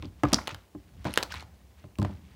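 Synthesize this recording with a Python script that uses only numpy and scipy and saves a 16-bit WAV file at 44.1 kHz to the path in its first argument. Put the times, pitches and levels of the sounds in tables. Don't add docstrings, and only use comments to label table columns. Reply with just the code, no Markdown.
import sys
import numpy as np
from scipy import signal
from scipy.fft import rfft, irfft, next_fast_len
from scipy.io import wavfile
from scipy.ndimage import map_coordinates

SR = 44100
rng = np.random.default_rng(int(sys.argv[2]) if len(sys.argv) > 2 else 0)


def field_ratio(decibels):
    return 10 ** (np.asarray(decibels, dtype=float) / 20)


def waveform_to_disk(signal):
    frames = np.transpose(np.atleast_2d(signal))
    scaled = np.clip(frames, -1, 1) * 32767
    samples = np.round(scaled).astype(np.int16)
    wavfile.write(sys.argv[1], SR, samples)


N = 103635


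def unit(x):
    return x / np.sqrt(np.mean(x ** 2) + 1e-20)


def along(points, hz):
    f, v = np.transpose(points)
    return np.interp(np.log(hz + 1), np.log(f + 1), v)


def curve(rows):
    s, v = np.transpose(rows)
    return np.interp(np.arange(N) / SR, s, v)


def filtered(x, response):
    size = next_fast_len(N + SR // 2)
    hz = np.fft.rfftfreq(size, 1 / SR)
    return irfft(rfft(x, size) * response(hz), size)[..., :N]


def coloured(spectrum):
    return unit(filtered(rng.standard_normal(N), lambda hz: field_ratio(along(spectrum, hz))))


def wobble(knots_per_s):
    return map_coordinates(rng.standard_normal(400), [np.arange(N) * knots_per_s / SR])


def placed(s, rows):
    at = np.round(np.asarray(s) * SR).astype(int)[:, None] + np.arange(rows.shape[1])
    return np.bincount(at.ravel(), rows.ravel(), N + SR)[:N]


def bubbles(hz, cycles, count):
    phase_rise, attack_share = 0.031, 0.089
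    turns = np.arange(count) / SR * np.asarray(hz)[:, None]
    life = turns / np.maximum(cycles, 1)
    ring = np.sin(2 * np.pi * turns * (1 + phase_rise * life)) * field_ratio(-30 * life)
    return ring * (1 - np.exp(-(life / attack_share) ** 2))


def pops():
    # start in seconds, level in dB, pitch in Hz, cycles to lose 30 dB, snap over the ring in dB.
    bursts = [(0.025, -22.5, 3160, 2.5, -23), (0.0464, -30.5, 3010.0, 4, -36), (0.0556, -31, 4370, 5, -33),
              (0.2344, -10, 950, 0.5, -17), (0.2478, -23, 1110, 11, -24), (0.2525, -38, 2290, 24, -30),
              (0.2529, -18, 1164, 11.5, -18), (0.286, -33, 5600, 12, -8), (0.3199, -20, 1590.0, 1, -19),
              (0.3314, -3, 9330, 5.5, -10), (0.3346, 2.5, 5250, 4.5, -24.5), (0.3438, 4.5, 5170, 5.5, -25),
              (0.3597, -15, 1500, -0.5, -21), (0.37, -25, 1150, 2.5, -26), (0.3842, -25.5, 1420, 14.5, -42),
              (0.3868, -24, 1820, 8, -46), (0.3891, -17, 990, 3, -35), (0.4158, -29, 1990, 3, -30),
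              (0.4736, -18.5, 2750, 2.5, -5), (0.479, -17.5, 2800, 4, -8), (0.4788, -17, 794, 2.5, -30),
              (0.4925, -15, 2060, 1, -21), (0.546, -35, 2840.0, 3.5, 4), (0.5475, -28.5, 1350, 5.5, -23),
              (1.045, -24.5, 4200, 2.5, -13), (1.0528, -17, 892, 1.5, -24), (1.069, -23, 880, 5, -17),
              (1.071, -30.5, 4200, 15, -16), (1.1083, -33.5, 3900, 14, -12), (1.131, -33, 9000.0, 6, -5.5),
              (1.139, -17, 2520, 3.5, -13.5), (1.139, -13, 10640, 8, -22.5), (1.159, -24, 4240, 5.5, -8),
              (1.1754, 1.5, 2800, 1.9, -13.5), (1.1824, -18, 1290.0, 2.5, -6.5), (1.187, -12, 2980, 3, -22),
              (1.2072, -24, 2680, 1, -21), (1.228, -9.5, 4150, 5, -7.5), (1.233, -10.5, 4120, 2.5, -13),
              (1.3065, -33, 3400, 14, -21), (1.3055, -35, 913, 8, -18), (1.319, -29, 2600, 7, -24.5),
              (1.3225, -25, 1475, 9, -4.5), (1.3209, -26, 5270, 12, -17.5), (1.3401, -25, 966, 7.5, -8),
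              (1.3417, -26, 3900, 12, -15), (1.348, -26, 1350, 1, -10.5), (1.357, -28.5, 3820, 5.5, -11.5),
              (1.3972, -27, 4300, 5.5, -13), (1.4071, -30.5, 4200, 10, -8), (1.4255, -30, 835, 3.5, -12.5),
              (1.841, -42, 1396, 0.5, -23), (1.9557, -37.5, 2615, 5.5, -16), (1.986, -30.5, 4300, 12, 0),
              (1.998, -41.5, 4380, -9, 4.5), (2.0169, -32, 3780, 6, -5), (2.0277, -26.5, 3280, 2, -8.5),
              (2.0486, -17, 1120, 1.5, -21.5), (2.051, -29.5, 3900, 3, -16.5)]
    snap_t60_s, snap_dull_hz = 0.007, 6200
    scatter_db, scatter_t60_s, scatter_gap_s = -21.5, 0.012, 0.0006
    s, db, hz, cycles, snap_db = np.transpose(bursts)
    t = np.arange(600) / SR
    draws = rng.standard_normal((len(s), 2, len(t)))

    pole = np.exp(-2 * np.pi * snap_dull_hz / SR)
    dull_noise = unit(signal.lfilter([1], [1, -2 * pole, pole ** 2], draws[:, 0]))
    snap = dull_noise * field_ratio(-60 * t / snap_t60_s)
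    bare = bubbles(hz, cycles[:, None], count=600) + field_ratio(snap_db)[:, None] * snap

    scatter = (t > scatter_gap_s) * field_ratio(scatter_db - 60 * t / scatter_t60_s) * draws[:, 1]
    near = signal.fftconvolve(bare, (t == 0) + scatter, axes=1)
    level = field_ratio(db)[:, None]
    return placed(s, level * bare), placed(s, level * near)


def crackle():
    # time in seconds, crackle level in dB.
    kneading = [(0, -64.5), (.04, -57.5), (.1, -69), (.23, -70), (.25, -54), (.31, -52), (.37, -49),
                (.45, -60), (.5, -46), (.58, -63), (.7, -77), (1.04, -62.5), (1.06, -44.5), (1.16, -52),
                (1.29, -57.5), (1.31, -44), (1.35, -44), (1.44, -56.5), (1.46, -67.5), (1.7, -73.5),
                (1.82, -64.5), (1.97, -79), (2.05, -55.5), (2.13, -63.5), (2.35, -66.5)]
    per_s, centre_hz, log_spread, cycles = 4000, 2800, 0.55, 3.7
    size_db, clump_db, clump_knots_per_s = 3.5, 2.5, 56
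    n = int(per_s * N / SR)
    hz = np.clip(centre_hz * np.exp(log_spread * rng.standard_normal(n)), 500, 15000)
    size = field_ratio(size_db * np.minimum(rng.exponential(size=n), 4)) * rng.choice([-1, 1], n)
    grains = placed(rng.uniform(0, N / SR, n), size[:, None] * bubbles(hz, cycles, count=400))
    clumped = field_ratio(clump_db * wobble(clump_knots_per_s)) * grains
    return field_ratio(curve(kneading)) * unit(clumped)


def thuds():
    # start in seconds, force in dB, contact dulls above in Hz, wet slap over the force in dB.
    landings = [(.027, -27.5, 300, 0.5), (.05, -23.5, 195, -11), (0.235, -12, 650, 9.5),
                (.243, -16, 180, -21), (0.249, -27, 600, 14), (0.3277, -16, 494, 0.5),
                (0.334, -20, 251.3, 10), (.479, -43.5, 900, 23), (.522, -25, 114.2, -15),
                (0.7493, -29.5, 386, -6.5), (1.0528, -19.5, 401, 8), (1.068, -43.5, 494, 31),
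                (1.079, -22, 380, 3.5), (1.175, -38, 698, 20), (1.841, -34, 412, -4.5),
                (1.988, -11.5, 300, -14.5), (2.018, -15.5, 322, -2), (2.028, -19, 300, -7.5),
                (2.0485, -22, 382, 4.5), (2.094, -28, 354, -8)]
    # frequency in Hz, level in dB, t60 in seconds.
    table_modes = [(60.9, -12.5, 0.24), (94.7, -0.5, 0.091), (128.7, -4, 0.081), (203.7, -5.5, 0.12),
                   (245.8, -1.5, 0.061), (300, -2, 0.097), (378.6, -12.5, 0.14), (468, -8.5, 0.062),
                   (590, -3, 0.045), (839, -5, 0.053), (1038, -5.5, 0.072)]
    attack_cycles, spot_db = 0.85, 3.5
    slap_hz, slap_width_hz, slap_t60_s = 850, 830, 0.034
    t = np.arange(SR // 3) / SR
    hz, db, t60_s = np.transpose(table_modes)[:, :, None]
    s, force_db, dull_hz, slap_db = np.transpose(landings)[:, :, None]

    build_up = 1 - np.exp(-t * hz / attack_cycles)
    modes = field_ratio(db - 60 * t / t60_s) * build_up * np.sin(2 * np.pi * hz * t)
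    spot_force = field_ratio(force_db + spot_db * rng.standard_normal((len(s), len(hz))))
    weights = spot_force / (1 + (hz.T / dull_hz) ** 2)
    ringing = placed(s[:, 0], weights @ modes)

    noise = rng.standard_normal((len(s), len(t)))
    slaps = placed(s[:, 0], field_ratio(force_db + slap_db - 60 * t / slap_t60_s) * noise)

    def band(f):
        return 1j * f * slap_width_hz / (slap_hz ** 2 - f * f + 1j * f * slap_width_hz)

    return -ringing + filtered(filtered(slaps, band), band)


def room(x, steady, count=6):
    # frequency in Hz, t60 in seconds.
    decay = [(150, 0.31), (800, 0.34), (2500, 0.14), (6000, 0.28), (14000, 0.41)]
    # frequency in Hz, relative level in dB.
    tint = [(100, 2), (1000, -1), (4000, -4), (9000, -11), (16000, -5)]
    gap_s = 0.004
    hz, t, z = signal.stft(rng.standard_normal((count, SR // 2)), SR, nperseg=256)
    tail_db = along(tint, hz)[:, None] - 60 * t / along(decay, hz)[:, None]
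    tails = signal.istft(z * field_ratio(tail_db), SR, nperseg=256)[1]
    tails = tails / np.linalg.norm(tails[0])
    turns = x * (np.arange(N) // 200 % count == np.arange(count)[:, None])
    sent = turns + np.eye(count)[:, :1] * steady
    wet = signal.fftconvolve(sent, tails, axes=1).sum(axis=0)
    return np.pad(wet, (round(gap_s * SR), 0))[:N]


def rumble():
    # time in seconds, level in dB.
    movement = [(0.0, -38.5), (0.12, -53), (0.44, -51), (0.6, -63), (0.81, -63.5), (0.99, -43.5),
                (1.11, -64), (1.24, -51.5), (1.36, -43.5), (1.5, -51.5), (1.65, -56), (1.9, -58.5),
                (2.02, -56), (2.15, -42.5), (2.2, -45.5), (2.35, -50.5)]
    # frequency in Hz, relative density in dB per Hz.
    spectrum = [(15, -35), (25, -40), (65, -6.5), (145, -27), (172, -21.5), (195, -25.5), (452, -44),
                (500, -43), (700, -79)]
    return field_ratio(curve(movement)) * coloured(spectrum)


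def hiss():
    # frequency in Hz, relative density in dB per Hz.
    spectrum = [(88, -54.5), (150, 2), (846, -6), (1180, -10.5), (1360, -18), (1970, -15.5), (3160, -17),
                (12500, -17.5), (15750, -12.5), (15900, -52.5)]
    level_db = -64
    return field_ratio(level_db) * coloured(spectrum)


def scene():
    room_db = -12.5
    thud_room_db = -4.5
    (bare, near), fine, table = pops(), crackle(), thuds()
    wet = room(bare, fine + field_ratio(thud_room_db) * table)
    return (near + fine + table + field_ratio(room_db) * wet + rumble() + hiss())[None]


def top_cut(x):
    return signal.sosfilt(signal.butter(12, 16630, fs=SR, output="sos"), x)


def record(dry):
    low_hz, top_hz = 58, 13770

    def microphone(hz):
        high_pass = (-hz * hz / (low_hz ** 2 - hz * hz + 1.2j * hz * low_hz)) ** 2
        return high_pass / (1 + 1j * hz / top_hz) ** 2

    return top_cut(filtered(dry, microphone))


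dry = scene()
out = record(dry)
waveform_to_disk(out)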